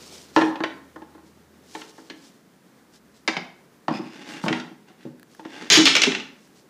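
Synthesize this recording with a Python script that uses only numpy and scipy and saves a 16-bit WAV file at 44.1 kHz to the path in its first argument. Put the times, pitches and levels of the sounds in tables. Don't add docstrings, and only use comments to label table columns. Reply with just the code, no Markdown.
import sys
import numpy as np
from scipy import signal
from scipy.fft import rfft, irfft, next_fast_len
from scipy.io import wavfile
from scipy.ndimage import uniform_filter1d, map_coordinates

SR = 44100
rng = np.random.default_rng(int(sys.argv[2]) if len(sys.argv) > 2 else 0)


def unload_audio(sound):
    columns = np.transpose(np.atleast_2d(sound))
    steps = np.round(np.clip(columns, -1, 1) * 32767)
    wavfile.write(sys.argv[1], SR, steps.astype(np.int16))


N = 295029
T = np.arange(N) / SR

# f/Hz, level/dB
AIR_SPECTRUM = [(25, -38.5), (55, -12.5), (100, -10.5), (135, 0.5), (190, 5.5), (310, 2), (420, -0.5),
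                (650, -8), (1100, -10), (1800, -11.5), (2600, -18), (6000, -20.5), (10000, -24.5),
                (15000, -27)]
# start/s, end/s, f/Hz, level/dB
HUMS = [(0, .15, 81, -64.5), (.65, 1.55, 80.5, -66), (2.95, 3.4, 72.5, -75)]
# f/Hz, T60/s
ROOM_T60 = [(150, 0.6), (400, 0.45), (1000, 0.53), (2800, 0.42), (7000, 0.41), (14000, 0.31)]

# t/s at the fastest, duration/s, level/dB
SWEEPS = [(0.034, 0.14, -47.5), (.15, 0.26, -45.5), (0.392, 0.21, -45.5), (1.27, 0.1, -65.5),
          (1.744, 0.23, -49), (1.935, 0.79, -57.5), (2.243, 0.13, -57), (2.947, .07, -53.5),
          (3.17, 0.098, -59), (4.308, .14, -49), (4.453, 0.1, -46), (5.35, 0.23, -59.5), (6.42, 0.21, -61),
          (6.585, 0.11, -58.5)]
# f/Hz, level/dB
BRUSH_SPECTRUM = [(100, -19), (400, 3.5), (1000, -6), (1700, -9.5), (3000, -3.5), (5500, -1), (8000, -7),
                  (11000, -15.5), (15000, -23)]
SLIDE_SPECTRUM = [(60, -43), (160, 2), (300, 11), (450, 1), (850, -4), (1200, -5), (1800, 0), (3200, -6.5),
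                  (6000, -11), (9000, -22.5), (15000, -41.5)]
# start/s, duration/s, final level/dB
PUSHES = [(3.89, 0.049, -37.5), (3.97, 0.41, -39.5), (4.38, 0.2, -40), (4.86, 0.026, -53.5),
          (4.96, 0.073, -54), (5.42, 0.23, -37.5)]
PIVOT_TURNS = [(3.9, .045, -41.5), (3.98, 0.14, -62)]
# f/Hz, half-width/Hz, level/dB
RAIL_RESONANCES = [(845, 28, 5), (1610, 50, -4), (2094, 89, -11), (2800, 60, 4.5), (3495, 70, 3),
                   (4620, 60, -6)]
PIVOT_RESONANCES = [(2480, 170, 6), (5040, 130, 6)]
# t/s, level/dB
TICKS = [(5.197, -44), (5.23, -39), (5.349, -40), (6.475, -50)]

# lower f/Hz, upper f/Hz
REGISTERS = [(150, 420), (420, 1480), (1400, 4000), (4000, 6800)]
# boom/dB, knock/dB, clack/dB, edge/dB
STANDING_VOICE = (0.65, 0.2, 1, -0.1)
BOARD_VOICE = (1.1, 0.14, 0.83, -1)
LEG_VOICE = (-7, -7.5, 1.4, 1.3)
# f/Hz, level/dB, T60/s
STANDING_MODES = [(149, -6.5, 0.14), (172, -5.5, 0.14), (246, -1.5, 0.36), (324, 9.5, 0.13),
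                  (497, -2.5, 0.092), (592, 0.5, 0.1), (759, 3, 0.15), (890, 18, 0.026), (1090, 5.5, 0.059),
                  (1394, 6.5, 0.043), (1606, -15.5, 0.15), (1950, -15.5, 0.085), (1907, -5.5, 0.1),
                  (2178, 2, 0.02), (2440, -9.5, 0.086), (3060, -2.5, 0.07), (3690, 1, 0.041),
                  (4910, -19, 0.13)]
BOARD_MODES = [(181.4, -13.5, 0.14), (275.7, -9.5, 0.81), (318.2, 8, 0.16), (440.5, -12, 0.32),
               (564, -2.5, 0.11), (669, -23, 0.16), (824, -1, 0.067), (891, 9, 0.041), (920, -16.5, 0.16),
               (1062, 3, 0.07), (1283, -18, 0.091), (1370, -5, 0.076), (1678, 1.5, 0.082),
               (1790, -7.5, 0.018), (1826, 7.5, 0.038), (2115, -1.5, 0.075), (2440, -13.5, 0.058),
               (2747, -12, 0.031)]
LEG_MODES = [(163.6, -12.5, 0.049), (258, 3, 0.12), (324.4, 8, 0.092), (413, 5, 0.12), (584, -18, 0.014),
             (866, 6, 0.081), (2040, 2, 0.02), (2635, -29, 0.13), (2780, 6.5, 0.036), (2950, 6.5, 0.032),
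             (3416, -3, 0.21), (4800, -14.5, 0.064)]
# f/Hz, level/dB
STANDING_DENSE = [(70, -17), (130, 13.5), (260, 14), (450, 7), (750, 16.5), (1200, 5.5), (1800, 10),
                  (3000, 1.5), (5000, -8.5), (7000, -15.5)]
BOARD_DENSE = [(100, -16), (200, -17.5), (280, -6), (450, 3), (750, 0.5), (1100, -4.5), (1800, 4),
               (3000, 1.5), (5000, -9.5), (7000, -17.5)]
LEG_DENSE = [(100, -3.5), (190, 6.5), (300, 6), (600, 2), (1200, -1), (1600, -4), (2400, 1), (3600, -2),
             (5500, -6), (7500, -10.5)]
# f/Hz, level/dB
CRACK_SPECTRUM = [(30, -10), (70, -13), (150, 6), (1000, -10), (7500, 11.5), (10000, 3), (12500, -10),
                  (15500, -10.5)]
# t/s, strength/dB, contact pitch f/Hz
FOOTFALLS = [(3.277, -19.5, 3620), (3.283, -21.5, 2050), (3.367, -24, 1990), (3.881, -20, 864),
             (3.908, -22.5, 277), (3.944, -28.5, 298), (3.992, -30, 248), (4.438, -22.5, 422),
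             (4.462, -24, 650), (4.482, -21.5, 1970), (4.502, -24.5, 254), (4.527, -24, 2100),
             (4.598, -36.5, 4100), (4.712, -43, 308), (4.899, -45.5, 497), (5.051, -30.5, 166),
             (5.071, -33, 166)]
KNOCKS = [(.363, -5.5, 1007), (.412, -22.5, 1400), (.419, -18.5, 778), (.433, -24, 400),
          (.556, -31.5, 1370), (.604, -22, 520), (.637, -20, 1620), (.959, -37, 706), (1.018, -37.5, 650),
          (1.147, -43, 580), (1.178, -49, 734), (1.75, -30, 1300), (1.815, -38.5, 2840), (1.981, -42, 750),
          (2.099, -35, 4010), (2.105, -39, 308), (5.394, -38.5, 900), (5.45, -36, 1350), (5.454, -34, 249),
          (5.772, -14.5, 330), (5.787, -15.5, 292), (5.811, -21, 248)]
CLAPS = [(5.701, 1.5, 4430), (5.742, -8, 4230), (5.855, -8, 4000), (5.867, -10.5, 2620), (5.952, -15, 3230),
         (5.965, -14, 3030), (6.018, -16, 4060), (6.035, -14.5, 2800), (6.069, -12, 318),
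         (6.118, -27, 2320), (6.149, -24, 2140), (6.198, -34.5, 1900)]


def amp(db):
    return 10 ** (np.asarray(db) / 20)


def unit(x):
    return x / np.sqrt(np.mean(x ** 2) + 1e-20)


def along(points, hz):
    f, values = np.transpose(points)
    return np.interp(np.log(hz + 1), np.log(f + 1), values)


def wobble(rate):
    return map_coordinates(rng.standard_normal(int(N * rate / SR) + 4), [T * rate])


def filtered(x, response):
    size = next_fast_len(len(x) + 8192)
    return irfft(rfft(x, size) * response(np.fft.rfftfreq(size, 1 / SR)), size)[:len(x)]


def coloured(x, spectrum):
    return unit(filtered(x, lambda hz: amp(along(spectrum, hz))))


def add(track, start, x):
    part = track[round(start * SR):][:len(x)]
    part += x[:len(part)]


def background():
    air_db = -56.3 + 5.5 * np.exp(-T / 1.13)
    out = amp(air_db + 0.7 * wobble(20)) * coloured(rng.standard_normal(N), AIR_SPECTRUM)
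    for start, end, hz, db in HUMS:
        phase = 2 * np.pi * np.cumsum(hz * (1 + 0.023 * wobble(4.6))) / SR
        fade_db = 40.5 * np.abs(T - np.clip(T, start, end))
        out += amp(db - fade_db + 0.63 * wobble(7.4)) * unit(np.sin(phase))
    return out


def in_room(x, wet_db):
    hz, t, noise = signal.stft(rng.standard_normal(SR * 3 // 4), SR, nperseg=256)
    build_up = 1 - np.exp(-t / 0.002)
    decay = amp(-60 * t / along(ROOM_T60, hz)[:, None])
    tail = signal.istft(noise * build_up * decay, SR, nperseg=256)[1]
    response = amp(wet_db) * tail / np.linalg.norm(tail)
    response[0] += 1
    return signal.fftconvolve(x, response)


def brushing():
    rise_share, ends_db = .38, -17
    fibres = rng.standard_normal(N) * amp(1.6 * wobble(500) + 1.8 * wobble(40))
    envelope = np.zeros(N)
    for peak, duration, db in SWEEPS:
        from_peak = np.maximum((peak - T) / rise_share, (T - peak) / (1 - rise_share)) / duration
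        envelope += amp(db + ends_db * from_peak ** 2.1)
    return envelope * coloured(fibres, BRUSH_SPECTRUM)


def resonances(peaks, f):
    return sum(amp(db) / (1 + ((f - hz) / width) ** 2) for hz, width, db in peaks)


def pushed(pushes, brake_db_per_s=207.5):
    envelope = np.zeros(N)
    for start, duration, db in pushes:
        speed = np.clip((T - start) / duration, 0, 1)
        braking_db = brake_db_per_s * np.maximum(T - start - duration, 0)
        envelope += amp(db - braking_db) * speed
    return envelope


def sliding():
    slips = rng.standard_normal(N) * amp(2.7 * wobble(400) + 1.4 * wobble(35))
    rails = filtered(slips, lambda f: 1 + resonances(RAIL_RESONANCES, f))
    pivot = filtered(slips, lambda f: resonances(PIVOT_RESONANCES, f))
    scrape = pushed(PUSHES) * coloured(rails, SLIDE_SPECTRUM)
    whistle = pushed(PIVOT_TURNS) * unit(pivot)
    return in_room(scrape + whistle, wet_db=-10.5)[:N]


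def ticks():
    out, t = np.zeros(N), np.arange(SR // 50) / SR
    for start, db in TICKS:
        click = 0.55 * rng.standard_normal(len(t)) + np.sin(2 * np.pi * 1700 * t)
        add(out, start, amp(db - 60 * t / 0.013) * click)
    return out


def blow(levels, modes, dense_spectrum, dense_db, crack_db):
    t = np.arange(SR // 3) / SR
    hz, db, t60 = np.transpose(modes)[:, :, None]
    strength = amp(db + 3.6 * rng.standard_normal(hz.shape)) * rng.choice([-1, 1], hz.shape)
    hz = hz * (1 + 0.0051 * rng.standard_normal(hz.shape))
    ring = np.sum(strength * amp(-60 * t / t60) * np.sin(2 * np.pi * hz * t), axis=0)
    rattle = amp(dense_db) * coloured(rng.standard_normal(len(t)), dense_spectrum)
    out = np.zeros(len(t))
    for (low, high), level in zip(REGISTERS, levels):
        rattle_t60 = .05 * (1000 / low) ** 0.24
        bandpass = signal.butter(3, (low, high), "bandpass", fs=SR, output="sos")
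        band = signal.sosfilt(bandpass, ring + rattle * amp(-60 * t / rattle_t60))
        onset_rms = np.sqrt(np.mean(band[:SR // 80] ** 2))
        out += amp(level) * band / onset_rms
    crack = coloured(rng.standard_normal(len(t)), CRACK_SPECTRUM)
    out += amp(levels[-1] + crack_db - 60 * t / 0.0072) * crack
    contact_s = 0.00011 * amp(-.6 * max(levels))
    return out * (1 - np.exp(-t / contact_s))


def struck(impacts, voice, modes, dense_spectrum, dense_db, crack_db, wet_db):
    below_db_per_octave, above_db_per_octave = 3.5, 8
    centres = np.sqrt(np.prod(REGISTERS, axis=1))
    out = np.zeros(N)
    for start, db, contact_hz in impacts:
        octaves = np.log2(centres / contact_hz)
        roll_off_db = np.maximum(-below_db_per_octave * octaves, above_db_per_octave * octaves)
        levels = db + np.array(voice) - roll_off_db
        direct = blow(levels, modes, dense_spectrum, dense_db, crack_db)
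        add(out, start, in_room(direct, wet_db))
    return out


def footfalls():
    return struck(FOOTFALLS, STANDING_VOICE, STANDING_MODES, STANDING_DENSE,
                  dense_db=18.5, crack_db=0.5, wet_db=-6)


def knocks():
    return struck(KNOCKS, BOARD_VOICE, BOARD_MODES, BOARD_DENSE, dense_db=13, crack_db=1, wet_db=-7)


def claps():
    return struck(CLAPS, LEG_VOICE, LEG_MODES, LEG_DENSE, dense_db=20, crack_db=0, wet_db=-4.5)


def scene():
    return (knocks() + footfalls() + claps() + ticks() + sliding() + brushing() + background())[None]


def limited(x, ceiling, release_db_per_s):
    rms = np.sqrt(np.abs(uniform_filter1d(x ** 2, size=88)))
    excess_db = 20 * np.log10(np.maximum(rms / ceiling, 1))
    cut_db = np.maximum.accumulate(excess_db + release_db_per_s * T) - release_db_per_s * T
    return x * amp(-cut_db)


def record(dry):
    x = limited(dry[0], ceiling=0.33, release_db_per_s=822)
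    clip_level = np.where(x > 0, .66, .78)
    rounded = x / (1 + (x / clip_level) ** 8) ** (1 / 8)
    return filtered(rounded, lambda hz: (hz > 18) * (hz < 15500))[None]


dry = scene()
out = record(dry)
unload_audio(out)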